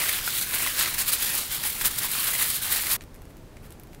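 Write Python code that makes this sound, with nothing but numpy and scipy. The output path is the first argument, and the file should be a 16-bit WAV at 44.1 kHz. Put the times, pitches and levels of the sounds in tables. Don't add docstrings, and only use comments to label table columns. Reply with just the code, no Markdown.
import sys
import numpy as np
from scipy import signal
from scipy.fft import rfft, irfft
from scipy.io import wavfile
from scipy.ndimage import uniform_filter1d

SR = 44100
rng = np.random.default_rng(int(sys.argv[2]) if len(sys.argv) > 2 else 0)


def output_pcm(signal):
    pcm = np.clip(np.atleast_2d(signal).T, -1, 1) * 32767
    wavfile.write(sys.argv[1], SR, np.round(pcm).astype(np.int16))


N = 176400
T = np.arange(N) / SR
STOP_S, TOP_HZ = 2.964, 15720
CREASES_PER_S, CREASE_DECAY_S = 4300, 0.00024


# frequency in Hz, relative dB.
CREASE_EQ = [(300,-31.5), (1500,-12.5), (4000,-5.5), (5700,-10), (7500,-4), (10000,1), (12500,1),
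             (16000,-.5)]
SHEET_EQ = [(120,-26), (300,-10.5), (750,-9), (1150,-3), (2000,0), (2700,-1.5), (4100,-0.5), (5700,-5.5),
            (9000,-7), (16000,-51)]

def crumpling(flexes_per_s=1500, flex_decay_s=0.00052):
    crease_level, sheet_level = hand_push()
    creases = snaps(CREASES_PER_S, spread_db=-2)
    flexes = even(0.56 * creases + snaps(flexes_per_s, spread_db=3.5))
    clusters = amp(1.6 * wander(120))
    bright = amp(2) * colour(crackle(creases * clusters * crease_level, CREASE_DECAY_S), CREASE_EQ)
    body = amp(-1) * colour(crackle(flexes * sheet_level, flex_decay_s), SHEET_EQ)
    return bright + shifting_resonances(body + room(buckles(sheet_level)))


# time in seconds, crease drive in dB, sheet drive in dB.
SQUEEZE = [(0, -27.5, -32.5), (0.18, -29, -32), (0.2, -34.5, -36), (0.35, -30.5, -32), (0.47, -34, -37),
           (0.62, -28, -31.5), (0.74, -32.5, -34.5), (0.81, -26, -27), (0.93, -35, -36), (1.07, -37, -36),
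           (1.25, -27.5, -30.5), (1.42, -32.5, -34.5), (1.49, -38, -41), (1.51, -41, -35),
           (1.73, -30, -36.5), (1.74, -34, -38.5), (2.1, -33.5, -35.5), (2.15, -28.5, -31.5),
           (2.42, -27.5, -35.5), (2.56, -28.5, -33.5), (2.61, -40, -40.5), (2.62, -29.5, -35),
           (2.79, -26.5, -31.5), (2.81, -29, -34.5), (2.96, -34, -34.5)]
# centre and half width in seconds, crease drive and sheet drive in dB.
FOLD_SURGES = [(0.008, 0.0055, -30, -34), (0.089, 0.0047, -26, -30), (0.276, 0.0085, -29, -35),
               (0.376, 0.011, -26, -35), (0.42, 0.0074, -26.5, -33), (0.545, 0.012, -24.5, -31.5),
               (0.672, 0.007, -28.5, -36), (0.789, 0.0095, -26, -35), (0.823, 0.0035, -26, -31),
               (0.945, 0.0033, -29, -33), (1.003, 0.014, -25.5, -28.5), (1.089, 0.011, -23, -29),
               (1.134, 0.009, -21, -27.5), (1.228, 0.004, -26.5, -37), (1.35, 0.0035, -26, -40),
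               (1.381, 0.004, -28, -35), (1.543, 0.023, -30, -35.5), (1.658, 0.015, -28.5, -34.5),
               (1.82, 0.0045, -29, -35), (1.859, 0.009, -20.5, -25), (1.988, 0.0032, -25, -36),
               (2.04, 0.02, -29, -30.5), (2.244, 0.0046, -23.5, -35), (2.284, 0.012, -27, -29.5),
               (2.346, 0.011, -28, -33.5), (2.421, 0.019, -26.5, -29), (2.724, 0.0081, -25, -30),
               (2.768, 0.014, -32, -34), (2.92, 0.015, -23.5, -32)]

def hand_push():
    times, creases_db, sheets_db = np.array(SQUEEZE).T
    crease_power = amp(np.interp(T, times, creases_db)) ** 2
    sheet_power = amp(np.interp(T, times, sheets_db)) ** 2
    for centre, width, crease_db, sheet_db in FOLD_SURGES:
        surge = swell(centre, width)
        crease_power += surge * amp(crease_db) ** 2
        sheet_power += surge * amp(sheet_db) ** 2
    return np.sqrt(crease_power), np.sqrt(sheet_power)


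def buckles(push, per_s=170, centre_hz=2620, spread_oct=0.68, spread_db=2.5, decay_cycles=2.05):
    t = T[:1000]
    out = np.zeros(N + len(t))
    draws = rng.standard_normal((1500, 3))
    starts = np.cumsum(np.abs(draws[:, 0])) * np.sqrt(np.pi / 2) / per_s
    for start, (_, pitch, strength) in zip(starts[starts < STOP_S], draws):
        i = int(start * SR)
        hz = min(centre_hz * 2 ** (spread_oct * pitch), TOP_HZ)
        ring = np.sin(2 * np.pi * hz * t) * np.exp(-hz * t / decay_cycles)
        out[i:i + len(t)] += push[i] * amp(spread_db * strength) * ring
    return out[:N]


# time in seconds, gain in dB.
HOLLOWNESS = [(0,3), (.2,0), (.4,-2), (.55,2), (.79,-1), (.88,2), (1.1,-2), (1.42,-1.5), (1.8,-0.5),
              (1.92,-0.5), (2.05,-1.5), (2.28,-0.5), (2.42,1.5), (2.53,-2.5), (2.68,1), (2.77,1), (2.95,1)]

def shifting_resonances(sheet, bands=18, shift_db=1.8, shifts_per_s=11, hollow_top_hz=2600):
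    spectrum = rfft(sheet)
    log_hz = np.log(np.arange(N // 2 + 1) * SR / N + 1)
    centres_hz = np.geomspace(600, 9000, bands)
    hollow_db = np.interp(T, *np.array(HOLLOWNESS).T)
    out = np.zeros(N)
    for hz, solo in zip(centres_hz, np.eye(bands)):
        band = irfft(spectrum * np.interp(log_hz, np.log(centres_hz), solo), N)
        out += band * amp(shift_db * wander(shifts_per_s) + hollow_db * (hz < hollow_top_hz))
    return out


# start in seconds, level in dB, ring in Hz, crack against the ring in dB.
FACET_POPS = [(0.014,-26,2400,-7), (0.037,-23.5,2000,-10), (0.0585,-24,1550,-3), (0.2765,-18,1423,-9),
              (0.663,-25,1080,1.5), (0.673,-21.5,2030,-5), (0.81,-23,1830,2), (0.859,-20.5,2020,-3),
              (1.637,-31,1840,3.5), (1.812,-27.5,1600,4.5), (1.98,-33,1340,4), (2.045,-27.5,1050,-4),
              (2.151,-26.5,1320,-3), (2.415,-24,2030,-5), (2.868,-29,2040,2)]

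def pops(rows=FACET_POPS, decay_s=0.0025, rise_s=0.00052):
    out = np.zeros(N)
    crack = colour(rng.standard_normal(N), SHEET_EQ)
    for start, db, hz, crack_db in rows:
        envelope = fade(start, decay_s) * (1 - fade(start, rise_s))
        envelope /= envelope.max() + 1e-9
        ring = np.sin(2 * np.pi * hz * (T - start))
        out += amp(db) * envelope * (ring + amp(crack_db) * crack)
    return out


# start in seconds, level in dB.
LONG_CREASES = [(.425,-22), (.663,-26), (.825,-21), (.941,-22), (.999,-20.5), (1.083,-22), (1.125,-20),
                (1.322,-35), (1.377,-23), (1.547,-22), (1.635,-21.5), (1.751,-27), (1.911,-25), (2.115,-19),
                (2.277,-19), (2.501,-19), (2.723,-25), (2.913,-18.5), (2.933,-17)]

def cracks(decay_s=0.0062):
    power = sum((amp(db) * fade(start, decay_s)) ** 2 for start, db in LONG_CREASES)
    return colour(np.sqrt(power) * rng.standard_normal(N), CREASE_EQ)


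# start in seconds, bright edge in dB, dull body in dB.
BALL_TICKS = [(3.01,-53,-47), (3.018,-45,-42), (3.022,-45,-45), (3.038,-38,-51), (3.144,-42,-57),
              (3.15,-45,-48), (3.160,-45,-47), (3.219,-44,-47), (3.254,-47,-49), (3.369,-45,-63),
              (3.38,-50,-61), (3.632,-52,-57), (3.568,-48,-45), (3.706,-39,-55), (3.719,-47,-46),
              (3.724,-38,-53), (3.798,-37.5,-62), (3.835,-41,-55), (3.872,-46,-53), (3.932,-47,-44),
              (3.947,-41,-43)]
# centre in seconds, half width in seconds, level in dB.
FINGER_RUBS = [(3.025,.007,-57), (3.157,.012,-65), (3.303,0.0057,-59), (3.655,0.013,-55.5), (3.72,.015,-63),
               (3.94,0.013,-63)]
# frequency in Hz, relative dB.
BALL_EDGE_EQ = [(500,-26), (2000,-8), (5000,-10.5), (8000,-4.5), (12000,-1.5), (16000,-8)]
BALL_BODY_EQ = [(400,-22), (1300,-3), (2200,-2), (3200,-9), (5000,-10), (16000,-23)]

def ball(edge_decay_s=0.0011, body_decay_s=0.0018):
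    edge_level = sum(amp(db) * fade(start, edge_decay_s) for start, db, _ in BALL_TICKS)
    body_level = sum(amp(db) * fade(start, body_decay_s) for start, _, db in BALL_TICKS)
    slide = np.sqrt(sum(amp(db) ** 2 * swell(centre, width) for centre, width, db in FINGER_RUBS))
    rustle = slide * crackle(snaps(CREASES_PER_S, spread_db=5), CREASE_DECAY_S)
    edge = colour(edge_level * rng.standard_normal(N) + rustle, BALL_EDGE_EQ)
    body = colour(body_level * rng.standard_normal(N) + amp(-1) * rustle, BALL_BODY_EQ)
    return edge + body


# start in seconds, level in dB, ring in Hz, crack against the ring in dB.
BALL_DENTS = [(3.0087,-36,2500,-1.5), (3.5702,-41.5,2130,-5)]

def dents():
    return pops(BALL_DENTS, decay_s=0.0009)


# frequency in Hz, relative dB.
RUMBLE_EQ = [(12, -18), (25, 1.5), (50, -6), (110, -6.5), (170, -10.5), (340, -14.5), (550, -19),
             (1000, -26), (2000, -32.5), (3200, -36.5), (6000, -40), (11000, -42.5), (16000, -45)]

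def rumble(level_db=-45):
    return amp(level_db) * unit(colour(rng.standard_normal(N), RUMBLE_EQ))


def room(x, wall_delay_s=0.0044, t60_s=0.095, wet_db=-10.5):
    t = T[:12000]
    tail = rng.standard_normal(len(t)) * (t > wall_delay_s) * np.exp(-np.log(1000) * t / t60_s)
    wet = signal.fftconvolve(x, tail / np.linalg.norm(tail))[:N]
    return (x + amp(wet_db) * wet) / np.hypot(1, amp(wet_db))


def snaps(per_s, spread_db):
    return even((rng.random(N) < per_s / SR) * amp(spread_db * rng.standard_normal(N)))


def even(hits, window_s=0.041):
    size = int(window_s * SR)
    power = uniform_filter1d(uniform_filter1d(hits ** 2, size), size)
    return hits / np.sqrt(np.abs(power) + 1e-12)


def crackle(hits, decay_s, tail_db=-2, tail_decay_s=0.0064):
    share = amp(tail_db) ** 2
    power = (die_away(hits ** 2, decay_s) + share * die_away(hits ** 2, tail_decay_s)) / (1 + share)
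    return np.sqrt(power + 1e-18) * rng.standard_normal(N)


def die_away(power, decay_s):
    feedback = np.exp(-2 / (decay_s * SR))
    return signal.lfilter([1 - feedback], [1, -feedback], power)


def wander(per_s):
    hold = int(SR / per_s)
    steps = np.repeat(rng.standard_normal(N // hold + 2), hold)
    return unit(uniform_filter1d(steps, hold)[rng.integers(hold):][:N])


def colour(x, eq, size=8192):
    hz, db = np.array(eq).T
    bins_hz = np.arange(size // 2 + 1) * SR / size
    gain = unit(amp(np.interp(np.log(bins_hz + 1), np.log(hz), db)))
    cepstrum = irfft(np.log(gain))
    cepstrum[1:size // 2] *= 2
    cepstrum[size // 2 + 1:] = 0
    return signal.fftconvolve(x, irfft(np.exp(rfft(cepstrum))))[:len(x)]


def swell(centre, width):
    return np.exp(-.5 * ((T - centre) / width) ** 2)


def fade(start, decay_s):
    return (T >= start) * np.exp(-np.abs(T - start) / decay_s)


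def amp(db):
    return 10 ** (np.asarray(db) / 20)


def unit(x):
    return x / np.sqrt(np.mean(x ** 2))


def scene():
    gate = np.exp(-np.maximum(T - STOP_S, 0) / 0.002)
    crush = gate * (crumpling() + room(pops() + cracks()))
    mono = crush + room(ball() + dents()) + rumble()
    return np.array([mono, mono])


def record(dry):
    return signal.sosfilt(signal.ellip(12, .1, 80, TOP_HZ, fs=SR, output="sos"), dry)


dry = scene()
out = record(dry)
output_pcm(out)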